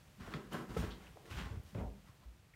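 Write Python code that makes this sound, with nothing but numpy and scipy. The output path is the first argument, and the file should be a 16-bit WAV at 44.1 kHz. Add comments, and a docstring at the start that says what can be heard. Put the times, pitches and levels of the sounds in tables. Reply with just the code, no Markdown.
"""Over a quiet background, someone turns and steps slowly on carpet over a wooden floor, camera in hand.
In the first second heels strike the boards and set their modes and the joists ringing. Soles and clothes
scuff by friction, floor joints tick, and floor and handled camera thump dully. Near 1.8 s a last step makes
the loaded boards groan, and a few faint thumps and ticks follow. The empty room's bare walls answer."""
import sys
import numpy as np
from scipy import signal
from scipy.fft import rfft, irfft, next_fast_len
from scipy.io import wavfile

SR = 44100
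rng = np.random.default_rng(int(sys.argv[2]) if len(sys.argv) > 2 else 0)


def to_wav(s):
    """Save 16-bit WAV."""
    ch = np.atleast_2d(s).T  # columns
    pcm = np.round(np.clip(ch, -1, 1) * 32767)  # PCM
    wavfile.write(sys.argv[1], SR, pcm.astype(np.int16))


N = 112454
T = np.arange(N) / SR


def undb(db):
    """Amplitude ratio of a level in decibels."""
    return 10 ** (np.asarray(db) / 20)


def unit(x):
    """Normalisation to an rms of one."""
    return x / np.sqrt(np.mean(x ** 2) + 1e-20)


def shape(x, gain):
    """Linear filtering: the spectrum is multiplied by a gain that depends on frequency."""
    length = x.shape[-1]
    size = next_fast_len(length + 4096)
    hz = np.maximum(np.arange(size // 2 + 1) * SR / size, 1)
    return irfft(rfft(x, size) * gain(hz), size)[..., :length]


def colour(x, points):
    """Spectral shaping by (Hz, dB) points, at unit rms."""
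    hz, db = np.array(points).T
    return unit(shape(x, lambda f: undb(np.interp(np.log(f), np.log(hz), db))))


def add(out, start, x):
    """Superposition: a sound joins the mix at its start in seconds."""
    i = max(int(start * SR), 0)
    out[i:i + len(x)] += x[:max(N - i, 0)]


# Background spectrum. Each row: frequency in Hz, relative level in dB.
AIR_SPECTRUM = [(20, -27), (40, 0.5), (59, -1), (84, -4), (150, -4), (230, -13), (370, -18), (540, -20),
                (1450, -23.5), (2420, -24.5), (5000, -30.5), (9000, -34), (10300, -36.5), (12000, -35.5),
                (15500, -38.5)]
# Course of the background. Each row: time in seconds, level in dB.
AIR_LEVELS = [(0, -61), (1.2, -60), (2.0, -62.5), (2.5, -65)]

def background():
    """Broadband noise: the faint rumble and hiss of the empty house."""
    level_db = np.interp(T, *np.array(AIR_LEVELS).T)
    return colour(rng.standard_normal(N), AIR_SPECTRUM) * undb(level_db)


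# Decay of the room. Each row: frequency in Hz, reverberation time in seconds.
REVERB_TIMES = [(60, 0.97), (200, 0.43), (600, 0.51), (1500, 0.32), (4000, 0.09), (12000, 0.58)]
# Colour of the reflections. Each row: frequency in Hz, relative level in dB.
REVERB_SPECTRUM = [(60, -9), (140, -2), (240, 0), (600, -3), (1500, -2.5), (8000, -0.5)]

def room_response(first_wall_s=0.0022, build_s=0.005):
    """Reverberation: dense reflections from bare walls die exponentially, each octave at its own rate."""
    t = T[:SR]
    hz, t60 = np.array(REVERB_TIMES).T
    noise, tail = rng.standard_normal(len(t)), 0
    for centre in 2. ** np.arange(5, 15):
        band = shape(noise, lambda f: np.maximum(1 - np.abs(np.log2(f / centre)), 0))
        band_t60 = np.interp(np.log(centre), np.log(hz), t60)
        tail = tail + band * undb(-60 * t / band_t60)
    tail = colour(tail, REVERB_SPECTRUM) * np.clip((t - first_wall_s) / build_s, 0, 1)
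    return tail / np.sqrt(np.sum(tail ** 2))


# Low, dull thumps of the floor under a step and of the handled camera.
# Each row: start in seconds, level in dB, frequency in Hz, decay in seconds.
LOW_THUMPS = [(0.18, -53.5, 195, 0.011), (0.212, -43.5, 77.5, 0.0054), (0.267, -51.5, 79, 0.014),
              (0.342, -39, 144, 0.011), (.7655, -31, 465, 0.0023), (0.769, -34, 135, 0.0048),
              (0.854, -46.5, 56, 0.028), (1.31, -41, 87, 0.0076), (1.34, -41.5, 120, 0.0076),
              (1.366, -36.5, 63, 0.01), (1.417, -41.5, 60, 0.019), (1.457, -37.5, 69, 0.0058),
              (1.509, -36, 90, 0.0057), (1.536, -40, 76, 0.008), (1.572, -34.5, 89, 0.0044),
              (1.598, -38, 82, 0.003), (1.651, -50.5, 74, 0.012), (1.731, -49.5, 180, 0.0052),
              (1.75, -37.5, 107, 0.017), (2.096, -46, 98, 0.0019), (1.825, -44.5, 53.8, 0.028),
              (2.255, -45.5, 57, 0.018), (2.394, -55.5, 112, 0.0044)]

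def low_thumps():
    """Heavily damped vibration: a thump of floor or camera swells and dies in a few low cycles."""
    out, t = np.zeros(N), T[:SR // 3]
    for start, db, hz, decay in LOW_THUMPS:
        envelope = t / decay * np.exp(1 - t / decay)
        add(out, start, -undb(db) * np.sin(2 * np.pi * hz * t) * envelope)
    return out


# Ticks, taps and short creaks of shoes and floor.
# Each row: start in seconds, level in dB, centre in Hz, bandwidth in Hz, decay in seconds.
SLIP_TICKS = [(.3375, -37, 1510, 910, 0.0042), (.338, -40.5, 2830, 1190, 0.0031),
              (0.337, -56, 6000, 7000, 0.0012), (0.348, -59.5, 3540, 2390, 0.025),
              (0.525, -49, 2950, 300, 0.0082), (.555, -47.5, 298, 69.4, 0.04),
              (0.531, -51, 8750, 7000, 0.0049), (.768, -40, 660, 960, 0.0098),
              (0.787, -57, 6530, 5000, 0.007), (.838, -43, 383, 109, 0.015), (.905, -55, 3520, 1390, 0.032),
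              (1.068, -53.5, 2490, 570, 0.004), (1.157, -56, 432, 299, 0.016),
              (1.1705, -46.5, 620, 440, 0.0033), (1.235, -57.5, 398, 156, 0.041),
              (1.31, -54.5, 2630, 895, 0.042), (1.31, -67.5, 9000, 8000, 0.012),
              (1.404, -51, 1500, 2500, 0.0021), (1.634, -61, 11500, 8000, .0018),
              (1.747, -49, 1510, 1100, 0.0032), (1.77, -62, 2300, 400, 0.018),
              (2.536, -56, 2050, 400, 0.0043)]

def slip_ticks(rise_s=0.00039, ceiling_hz=17750):
    """Transient excitation: a joint or sole slips and gives a short burst of band-limited noise."""
    out, t = np.zeros(N), T[:SR // 4]
    for start, db, hz, width_hz, decay in SLIP_TICKS:
        low = np.hypot(hz, width_hz / 2) - width_hz / 2  # the centre is a geometric mean
        band = signal.butter(2, [low, min(low + width_hz, ceiling_hz)], "band", fs=SR, output="sos")
        envelope = np.exp(-t / decay) * (1 - np.exp(-t / rise_s))
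        burst = signal.sosfilt(band, rng.standard_normal(len(t)) * envelope)
        add(out, start, undb(db) * unit(burst) * np.sqrt(np.mean(envelope ** 2)))
    return out


def friction_grains(size, slips_per_s=2500, spread_db=3):
    """Stick-slip friction: dense tiny impulses of uneven strength, over finer noise."""
    slips = rng.random(size) < slips_per_s / SR
    strength = undb(spread_db * np.minimum(rng.exponential(size=size), 4))
    polarity = rng.choice([-1, 1], size)
    return unit(slips * strength * polarity) + 0.84 * rng.standard_normal(size)


def sole_grip(t, catches_per_s=138.4, depth_db=1.43):
    """Amplitude modulation: a sliding sole grips and frees unevenly."""
    wander = np.interp(t * catches_per_s, np.arange(256), rng.standard_normal(256))
    return unit(undb(depth_db * wander))


# Spectra of the three parts of a scuff. Each row: frequency in Hz, relative level in dB.
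DRAG_SPECTRUM = [(60, -50), (130, -3), (210, 1.5), (290, -8), (370, -6.5), (500, -12), (700, -16),
                 (1100, -29.5), (3000, -70)]
RUB_SPECTRUM = [(250, -32), (600, 3), (1000, 5.5), (1400, 3), (1800, 1), (2200, -3), (3000, -2), (4500, -8),
                (7000, -14), (15000, -34)]
HISS_SPECTRUM = [(1000, -41), (3000, -1), (5000, -1), (7000, -4), (9000, -5), (10300, -10), (12000, -8.5),
                 (15500, -12)]
# Scuffs of sole and clothing. Each row: start, rise, hold and fall in seconds,
# drag and rub levels in dB, centre of the rub in Hz, hiss level in dB.
SCUFF_STROKES = [(0.192, 0.014, 0.12, 0.031, -59, -58.5, 1470, -70.5),
                 (0.301, 0.03, 0.021, 0.068, -48.5, -55, 1630, -94),
                 (0.506, 0.019, 0.0034, 0.01, -44.5, -53, 2580, -62),
                 (0.523, 0.022, 0.022, 0.052, -43.5, -48.5, 1290, -68),
                 (0.678, 0.019, 0.041, 0.078, -54.5, -57.5, 1310, -67),
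                 (0.763, 0.013, 0.018, 0.032, -50, -52, 2400, -57.5),
                 (0.802, 0.023, 0.029, 0.067, -57.5, -52.5, 1760, -96),
                 (.85, 0.017, 0.049, 0.044, -56, -90, 380, -85),
                 (0.978, 0.038, 0.064, 0.016, -67, -64.5, 2490, -76.5),
                 (1.249, 0.0094, 0.02, 0.033, -67, -64, 1850, -71),
                 (1.293, 0.014, 0.081, 0.024, -57.5, -55, 2420, -64.5),
                 (1.345, 0.044, 0.022, 0.064, -52, -50, 2230, -73),
                 (1.43, 0.035, 0.062, 0.039, -57, -66, 1210, -93),
                 (1.632, 0.04, .005, 0.11, -76, -70, 3000, -72),
                 (1.744, 0.0098, 0.055, 0.027, -49.5, -59, 990, -77.5),
                 (2.037, 0.048, 0.0029, 0.011, -83, -65, 1420, -75),
                 (2.209, 0.015, 0.018, 0.0091, -68.5, -71, 700, -85)]

def scuffs(rub_db_per_octave=3.5):
    """Sliding friction: fibres catch and let go, giving a low drag, a mid-range rub and a hiss."""
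    out, t = np.zeros(N), T[:SR // 2]
    for start, rise, hold, fall, drag_db, rub_db, centre_hz, hiss_db in SCUFF_STROKES:
        envelope = np.minimum(t / rise, 1) * np.exp(-np.maximum(t - rise - hold, 0) / fall)
        drag = colour(friction_grains(len(t)), DRAG_SPECTRUM)
        rub = colour(friction_grains(len(t)), RUB_SPECTRUM)
        hiss = colour(friction_grains(len(t)), HISS_SPECTRUM)
        rub = unit(shape(rub, lambda f: undb(-rub_db_per_octave * np.abs(np.log2(f / centre_hz)))))
        sliding = sole_grip(t) * (undb(rub_db) * rub + undb(hiss_db) * hiss)
        add(out, start, envelope * (undb(drag_db) * drag + sliding))
    return out


# Course of the groan. Each row: time in seconds, level in dB.
GROAN_LEVELS = [(1.78, -53.5), (1.81, -54.5), (1.84, -54), (1.885, -60.5), (1.9, -75)]
# Colour of the groan. Each row: frequency in Hz, relative level in dB.
GROAN_SPECTRUM = [(200, -21), (400, -14), (600, 8), (800, 4.5), (980, 5), (1200, -40), (2500, -51)]

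def board_groan():
    """Friction under load: boards rub together beneath the full weight, muffled by the carpet."""
    times, db = np.array(GROAN_LEVELS).T
    envelope = np.interp(T, times, undb(db), left=0, right=0)
    return colour(friction_grains(N), GROAN_SPECTRUM) * envelope


def ring(modes, t, detune=0.025):
    """Modal vibration: a sum of damped sines of alternating sign, a little different at each spot."""
    out = 0
    for k, (hz, db, t60) in enumerate(modes):
        amplitude = (-1) ** k * undb(db + rng.normal())
        spot_hz = hz * (1 + detune * rng.normal())
        out = out + amplitude * np.sin(2 * np.pi * spot_hz * t) * undb(-60 * t / t60)
    return out


# Modes of the floor. Each row: frequency in Hz, relative level in dB, time to fall 60 dB in seconds.
BOARD_MODES = [(117.3, 1.5, 0.13), (148.7, 8, 0.076), (202.4, 5, 0.14), (235, -1, 0.12), (291.8, -5, 0.22),
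               (385, -1.5, 0.072), (457.3, -4.5, 0.11), (512, -4, 0.09), (663, 3, 0.046), (955, -7, 0.092),
               (1344, 2, .065), (1627, -3.5, 0.19)]
JOIST_MODES = [(54, 8.5, 0.27), (82.6, 3, 0.29), (102.5, 3, 0.15)]
# Blows of the feet. Each row: start in seconds, relative level in dB, joist boom relative to that in dB,
# lower and upper cutoffs of the contact in Hz.
FOOT_BLOWS = [(.195, -10.5, -16, 120, 268), (.275, -9, -6.5, 193, 1150), (.343, -13, -6, 160, 443),
              (.522, -8, -30, 260, 1900), (0.534, -7, -30, 130, 332), (0.5413, -7.5, -26, 328, 1680),
              (.548, -1.5, -32, 255, 1440), (0.697, -5.5, -4.5, 90.5, 457), (0.7654, -7.5, 5.5, 247, 1320),
              (0.777, -3, 0.5, 92, 480), (0.794, -3, 3.5, 80, 447), (.826, -5.5, 6, 90, 640),
              (0.836, -6.5, -2, 216, 1380), (1.749, -5.5, -12, 69, 720), (1.773, -7.5, -4, 98, 600),
              (1.806, -5, 2, 128, 950), (1.834, -6, 1, 109, 835), (1.871, -22.5, 10.5, 150, 690)]

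def footfalls(step_db=-42, crack_db=8, crack_s=0.016):
    """Impact excitation: each blow rings the boards; a flat, heavy one also sets the joists booming."""
    boards, joists, t = np.zeros(N), np.zeros(N), T[:SR // 2]
    for start, db, boom_db, low_hz, high_hz in FOOT_BLOWS:
        ringing = ring(BOARD_MODES, t)
        crack = undb(crack_db) * rng.standard_normal(len(t)) * np.exp(-t / crack_s)
        knock = signal.lfilter(*signal.butter(2, low_hz, "high", fs=SR), -(ringing + crack))
        carpet = signal.butter(4, high_hz, fs=SR, output="sos")  # a soft contact is a low-pass
        add(boards, start, undb(step_db + db) * signal.sosfilt(carpet, knock))
        add(joists, start, undb(step_db + db + boom_db) * ring(JOIST_MODES, t))
    return boards, joists


def scene():
    """Direct and reverberant sound add: feet and boards echo, while joists and thumps arrive directly."""
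    boards, joists = footfalls()
    scuff, groan, ticks = scuffs(), board_groan(), slip_ticks()
    to_walls = undb(-6) * boards + undb(-1.5) * scuff + undb(-7) * groan + undb(-2.5) * ticks
    echo = signal.fftconvolve(to_walls, room_response())[:N]
    return (boards + joists + scuff + groan + ticks + echo + low_thumps() + background())[None]


def record(dry, low_cut_hz=40.6, top_hz=15750):
    """Band limiting: the microphone drops the deepest bass and the highest treble."""
    thinned = shape(dry, lambda f: 1 / np.sqrt(1 + (low_cut_hz / f) ** 8))
    return signal.sosfilt(signal.ellip(10, .2, 70, top_hz, fs=SR, output="sos"), thinned)


dry = scene()
out = record(dry)
to_wav(out)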